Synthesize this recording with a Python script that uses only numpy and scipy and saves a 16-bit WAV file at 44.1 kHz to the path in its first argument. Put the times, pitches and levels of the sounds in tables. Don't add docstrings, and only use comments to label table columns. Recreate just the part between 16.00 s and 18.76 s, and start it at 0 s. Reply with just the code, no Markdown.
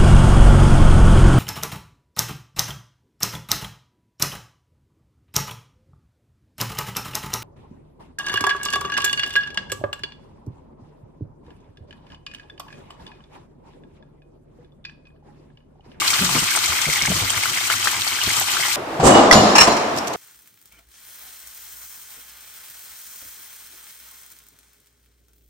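import sys
import numpy as np
from scipy import signal
from scipy.fft import rfft, irfft
from scipy.io import wavfile

SR = 44100
rng = np.random.default_rng(int(sys.argv[2]) if len(sys.argv) > 2 else 0)


def invert_db(x):
    u = np.asarray(x, float) / 20
    return 10 ** u


def unload_audio(sound):
    columns = np.transpose(np.atleast_2d(sound))
    steps = np.round(np.clip(columns, -1, 1) * 32767)
    wavfile.write(sys.argv[1], SR, steps.astype(np.int16))


N = 121716

# (time [s], level [dB])
BOIL = [
    (0.0, -24),
    (0.15, -24),
    (0.15, -23),
    (1.1, -26.5),
    (1.53, -26.5),
    (1.72, -25.5),
    (2.17, -28),
    (2.24, -25),
    (2.76, -25.5),
]
# (frequency [Hz], level per Hz [dB])
SIZZLE_COLOUR = [(350, 1), (480, -21.5), (1100, -7), (2600, -2.5), (8600, -5.5), (9700, -13.5),
                 (15000, -13), (16000, -6)]
# (frequency [Hz], width [Hz], level [dB])
PAN_RINGS = [(1177, 90, 6.5), (2220, 40, -2.5), (3024, 62, 0.5)]
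# (frequency [Hz], left minus right [dB])
LEFT_LEAN = [(60, 2), (300, -10), (650, 6), (1400, 5.5), (2800, 0), (6000, 3), (15000, 5)]
# (frequency [Hz], likeness [0-1])
LIKENESS = [(60, 1), (180, 1), (550, 0.62), (1100, 0.42), (2500, 0), (6000, 0.09)]
# (frequency [Hz], phase [radians])
LEFT_LEAD = [(300, -0.31), (950, 1), (1210, 2.35), (1640, -1.1), (2150, -2.1)]
# (time of peak [s], peak level [dB], pitch [Hz])
POPS = [(.0205,-14,1200),(.1337,-14.5,1400),(.1452,-20,1290),(.1916,-15.5,1600),(.2928,-14.5,1090),(.3652,-17.5,1170),
        (.5512,-16,1400),(.5747,-16,1320),(.7283,-21,1043),(.791,-18,1790),(1.0536,-12,1730),(1.117,-23.5,600),
        (1.4572,-12.5,1380),(1.7011,-12.5,1400),(1.7176,-11.5,1870),(1.7395,-18,1330),(1.8573,-17.5,1280),(1.873,-7,1760),
        (1.8722,-15.5,1170),(1.9311,-19.5,960),(2.2903,-13.5,1720),(2.373,-21,1280),(2.4155,-19.5,810),(2.484,-22,930),(2.5692,-12.5,1450),
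        (.428,-27,1070),(.5725,-28,690),(.687,-31.5,700),(.874,-31,644),(.89,-25.5,512),(1.078,-21,880),(1.163,-23,1170),(1.232,-52,820),
        (1.434,-25,900),(1.612,-30,830),(2.232,-20.5,1100),(2.322,-28.5,900),(2.389,-20,1180),(2.597,-25.5,734)]
# (time of peak [s], peak level [dB], pitch [Hz])
PAN_POPS = [(.019,-16,2210),(.1053,-13.5,2286),(.1706,-22,3070),(.3846,-14,2880),(.4819,-14.5,2540),(.515,-17,2230),
            (.66,-18,2220),(.7308,-14.5,2220),(.8556,-11.5,2150),(.9,-13.5,2200),(.9309,-15,2200),(.9593,-12,2130),
            (.9698,-16,1930),(.9927,-14,3250),(1.0157,-12.5,2220),(1.0716,-11.5,2240),(1.3774,-15.5,2170),(1.4357,-9.5,2250),
            (1.5749,-13,2240),(1.654,-17,2390),(1.73,-15.5,2280),(1.829,-15.5,3140),(2.216,-10.5,2970),(2.3053,-13,2160),
            (2.4988,-17,2980),(2.627,-13,2130),(2.651,-21,1990),(2.6974,-21,2000)]
# (time of peak [s], peak level [dB], pitch [Hz])
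WEAK_PAN_POPS = [(.052,-38,2220),(.437,-20,1980),(.488,-19,2300),(.521,-21,1590),(.534,-22,2220),(.552,-13,2190),(.611,-28,2200),
                 (.647,-17,2270),(.7135,-37,2170),(.752,-21,2210),(.79,-20,2260),(.822,-14,3400),(.845,-21,2000),(.945,-30,2100),
                 (1.135,-21,1930),(1.201,-17,2300),(1.256,-32,3100),(1.271,-25,2110),(1.278,-17,2070),(1.299,-13,3150),(1.345,-22,1830),
                 (1.585,-19.5,1820),(1.613,-25,2200),(1.702,-15,2960),(1.037,-16,2250),(1.829,-19,2300),(1.886,-22,3000),(1.943,-18,2220),
                 (1.983,-22.5,2170),(2.093,-20,2220),(2.121,-16,2200),(2.13,-18,3030),(2.19,-21.5,1650),(2.263,-19,3170),(2.322,-26,2920),
                 (2.36,-24,2940),(2.485,-21,2950),(2.515,-22,3080),(2.535,-27,3000),(2.603,-17,2070),(2.637,-19,2200),(2.635,-14,3130),
                 (2.663,-16.5,2030),(2.715,-14,2330)]
# (time of peak [s], peak level [dB], centre [Hz])
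SPITS = [(0.0802,-10.5,4300),(0.105,-11.5,6700),(0.1394,-10,4200),(0.266,-16,4130),(0.39,-13,7460),(0.5612,-11.5,8300),
         (0.642,-13,4700),(0.6603,-11.5,6860),(0.818,-11.5,6300),(1.023,-12,5500),(1.06,-13,6400),(1.095,-17,7000),(1.304,-11,7500),(1.729,-28,7540),
         (1.845,-16,7400),(2.02,-14.5,3650),(2.0774,-15,4560),(2.2386,-13,5370),(2.2655,-15,4010),(2.2953,-17,8100),(2.33,-23,11000),
         (2.3674,-14,7660),(2.4,-11,12800),(2.398,-14,7500),(2.4206,-17,6960),(2.234,-20,13100)]
# (time [s], peak level [dB], pitch [Hz], length [s])
BUMPS = [(.005, -36, 314, 0.032), (0.192, -28.5, 126, 0.029), (0.209, -20.5, 183.3, 0.058),
         (0.235, -30.5, 175.7, 0.1), (.3, -31.5, 132, 0.11), (0.348, -20.5, 249, 0.044),
         (0.367, -23.5, 162, 0.033), (0.424, -23, 172, 0.015), (0.689, -32, 82, 0.058),
         (0.868, -24, 150, 0.048), (1.026, -27.5, 152, 0.025), (1.08, -20.5, 132, 0.024),
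         (1.098, -20, 182, 0.041), (1.138, -25.5, 101, 0.052), (1.161, -30.5, 152, 0.054),
         (1.21, -24, 104, 0.062), (1.286, -35, 101.4, 0.098), (1.367, -30.5, 102, 0.038),
         (1.514, -33.5, 116, 0.017), (2.273, -18.5, 177, 0.013), (2.369, -35, 123, 0.055),
         (2.596, -33.5, 126, 0.022)]
# (frequency [Hz], level per Hz [dB])
RUMBLE_COLOUR = [(30, -5), (70, -18), (99, 3.5), (135, -10), (290, -9), (500, -20)]


def evened(x):
    return x / np.sqrt(np.mean(x ** 2) + 1e-20)


def read(points, hz):
    f, value = np.transpose(points)
    return np.interp(np.log(hz + 1), np.log(f + 1), value)


def add(mix, s, sound):
    part = mix[:, max(round(s * SR), 0):][:, :sound.shape[1]]
    part += sound[:, :part.shape[1]]


def shaped(x, gain):
    freqs = np.fft.rfftfreq(x.shape[-1], 1 / SR)
    return irfft(rfft(x) * gain(freqs), x.shape[-1])


def wander(top_hz, count):
    def drift(hz):
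        return 1 / np.sqrt((hz + 1.4) * (1 + (hz / top_hz) ** 4)) * (hz > 3.0)
    return evened(shaped(rng.standard_normal((count, N)), drift))


def sides(left_minus_right_db):
    half = left_minus_right_db / 2
    return invert_db(np.array([[half], [-half]]))


def bubble(hz, cycles, rise=5.4):
    u = np.arange(0, 4, hz / cycles / SR * 2)
    shape = (1 - np.exp(-rise * u)) ** 1.3 * np.exp(-1.5 * u)
    return shape / shape.max() * np.sin(np.pi * cycles * u)


def pan_gain(hz):
    peaks = sum(invert_db(db) ** 2 / (1 + (2 * (hz - f) / width) ** 2) for f, width, db in PAN_RINGS)
    return np.sqrt(1 + peaks)


def fizz():
    bursts_per_s, cycles, spread_db = 16000, 6.2, 4
    kind = (32 * rng.random((2, N)) ** .4).astype(int)
    happens = rng.random((2, N)) < bursts_per_s / SR
    size = np.minimum(rng.exponential(1, (2, N)), 5)
    clicks = invert_db(spread_db * size) * happens * rng.choice([-1., 1.], (2, N))
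    out = np.zeros((2, N))
    for k, hz in enumerate(np.geomspace(350, 15500, num=32)):
        grain = bubble(hz, cycles * (hz / 2000) ** 0.28)
        grain = grain / np.linalg.norm(grain) * np.sqrt(hz / (k + 1) ** 1.21)
        out += signal.oaconvolve(clicks * (kind == k), grain[None], axes=1)[:, :N]
    return evened(out)


def sizzle():
    fizz_db, hiss_db, clump_db, patch_db = -1, -2.5, 1.17, 2.0
    raw = invert_db(fizz_db) * fizz() + invert_db(hiss_db) * rng.standard_normal((2, N))

    def colour(hz):
        return invert_db(read(SIZZLE_COLOUR, hz)) * pan_gain(hz) / (1 + (420 / (hz + 1)) ** 6)

    oil = evened(shaped(raw, colour))
    clumps = clump_db * wander(51.6, count=1)
    patches = patch_db * wander(58, count=5)

    def octave(k):
        return lambda hz: np.clip(1 - abs(np.clip(np.log2((hz + 1) / 700), 0, 4) - k), 0, 1)

    oil = sum(shaped(oil, octave(k)) * invert_db(clumps + patch * 0.82 ** k) for k, patch in enumerate(patches))
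    s, db = np.transpose(BOIL)
    return oil * invert_db(np.interp(np.arange(N) / SR, s, db) + 3.5)


def paired(x):
    def same(hz):
        return np.clip(read(LIKENESS, hz), 0, .999)
    shared = shaped(x[0], lambda hz: same(hz) * np.exp(-1j * read(LEFT_LEAD, hz)))
    own = shaped(x[1], lambda hz: np.sqrt(1 - same(hz) ** 2))
    return np.array([x[0], shared + own])


def crackle():
    snaps_per_s, cycles, level_db = 700, 2.06, -32.5
    chance = snaps_per_s / SR * invert_db(6.0 * wander(14, count=1)[0])
    size = np.minimum(rng.exponential(1, N), 3.5)
    clicks = invert_db(2.6 * size) * (rng.random(N) < chance)
    kind, out = rng.integers(0, 24, N), np.zeros((2, N))
    chatter = [PAN_RINGS[1 + k // 5][0] * rng.uniform(0.912, 1.083) for k in range(8)]
    for k, hz in enumerate(list(np.geomspace(900, 7000, num=16)) + chatter):
        longer = 1 + 2.06 * (k > 15)
        snap = bubble(hz, cycles * rng.uniform(1, 2.1) * longer)
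        place = sides(read(LEFT_LEAN, hz) + 2 * rng.standard_normal())
        out += place * signal.oaconvolve(clicks * (kind == k), snap)[:N]
    return invert_db(level_db) * evened(out)


def pops(table, cycles, rise):
    puff_db, tick_db, splinter_db, splinter_s = -2.5, -8.5, -7.5, .012
    out, t = np.zeros((2, N)), np.arange(600) / SR
    noises, lucks = rng.standard_normal((60, 2, 600)), rng.random((60, 3, 3))
    for (s, db, hz), noise, luck in zip(table, noises, lucks):
        wobble = bubble(hz, cycles, rise)[:580]
        puff = shaped(noise, lambda f: 1 / (1 + (np.log((f + 1) / hz) / 1.38) ** 4))
        puff = puff * np.exp(-t / 0.0073) * np.minimum(t / 0.0015, 1)
        burst = invert_db(puff_db) * 4.1 / cycles * puff / abs(puff).max()
        burst[0, :len(wobble)] += wobble
        burst[1, 3:3 + len(wobble)] += wobble
        gains = invert_db(db) * sides(read(LEFT_LEAN, hz) + 0.71 * noise[0, 0])
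        add(out, s - abs(wobble).argmax() / SR, gains * burst)
        add(out, s, gains * invert_db(tick_db) * bubble(2.34 * hz, 0.52)[None])
        for late, pitch, size in luck:
            splinter = bubble(hz * (1 + (pitch - .5) / cycles * 2), 0.69 * cycles)[None]
            add(out, s + splinter_s * (late * 1.3 - .3), gains * invert_db(splinter_db - 4.1 * size) * splinter)
    return out


def spits():
    snap_s, spray_s, level_db, spray_db, sharpness = 0.0021, 0.0067, 5.5, -0.5, 8.7
    out, t = np.zeros((2, N)), np.arange(1500) / SR
    for (s, db, hz), noise in zip(SPITS, rng.standard_normal((40, 2, 2, 1500))):
        snap = evened(shaped(noise[0], lambda f: 1 / (1 + (sharpness * (f - hz) / hz) ** 2)))
        snap = snap * np.exp(-t / snap_s) / 2
        spray = shaped(noise[1], lambda f: invert_db(read(SIZZLE_COLOUR, f))
                       / (1 + (np.log((f + 1) / hz) / 0.47) ** 4))
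        spray = invert_db(spray_db) * spray * np.exp(-t / spray_s)
        gains = invert_db(db + level_db) * sides(read(LEFT_LEAN, hz))
        add(out, s - .0015, gains * (snap + spray) * np.minimum(t / 0.00063, 1))
    return out


def walls(x):
    fade_60db_s, level_db = 0.068, -7
    n = np.arange(4000)
    echoes = rng.standard_normal((2, 4000)) * (rng.random((2, 4000)) < .05)
    echoes = echoes * invert_db(-60 * n / SR / fade_60db_s)
    echoes[:, :30] = 0
    echoes = echoes / np.linalg.norm(echoes, axis=1)[:, None]
    return x + invert_db(level_db) * signal.oaconvolve(x, echoes, axes=1)[:, :N]


def bumps():
    rough_share, width_hz, swell, sag = 0.39, 140, 0.24, 0.087
    knock_db, push_db, side_db = -11.5, -10.5, -21
    out, t = np.zeros((2, N)), np.arange(8192) / SR
    opposite = np.array([[1], [-1]])
    for (s, db, hz, length), noise in zip(BUMPS, rng.standard_normal((40, 3, 8192))):
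        rough = evened(shaped(noise[::2], lambda f: 1 / (1 + ((f - hz) / width_hz) ** 4)))
        knock = evened(shaped(noise[1], lambda f: f / (1 + (f / 450) ** 3) / (1 + (250 / (f + 1)) ** 2)))
        sagging = 1 + sag * (.4 - np.minimum(t / length, 1))
        phase = 2 * np.pi * hz * np.cumsum(sagging) / SR
        tone = np.sin(phase) + invert_db(push_db) * np.sin(0.453 * phase)
        onset = np.sin(np.pi / 2 * np.minimum(t / (0.00095 + swell * length), 1))
        shape = onset * np.exp(-(t / length) ** 2 * 1.56)
        body = tone + rough_share * rough[0] + invert_db(knock_db) * knock
        difference = invert_db(side_db) * opposite * (rough[1] + knock)
        add(out, s - .002, invert_db(db + 1.0) * shape * (sides(0.72) * body + difference))
    return out


def rumble():
    def colour(hz):
        return invert_db(read(RUMBLE_COLOUR, hz)) / (1 + (hz / 500) ** 6) * (hz > 18)
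    noise = shaped(paired(rng.standard_normal((2, N))), colour)
    return invert_db(-46) * evened(noise) * invert_db(2.6 * wander(9.5, count=1))


def scene():
    half = np.array([[.5], [-.5]])
    oil = shaped(paired(walls(sizzle())), lambda hz: invert_db(half * read(LEFT_LEAN, hz)))
    bursts = pops(POPS, cycles=4.1, rise=1.1)
    bursts += pops(PAN_POPS, cycles=11.0, rise=2.2)
    bursts += pops(WEAK_PAN_POPS, cycles=9.0, rise=2.2)
    return oil + walls(bursts + spits() + crackle()) + bumps() + rumble()


def band_limit(x):
    return signal.sosfilt(signal.butter(12, 16140, fs=SR, output="sos"), x)


def record(dry):
    low_hz, high_hz, ceiling = 35, 15200, .92
    cut = shaped(dry, lambda hz: 1 / (1 + (hz / high_hz) ** 160) / (1 + (low_hz / (hz + 1)) ** 4))
    soft = cut / (1 + (cut / ceiling) ** 4) ** .25
    return band_limit(soft)


dry = scene()
out = record(dry)
unload_audio(out)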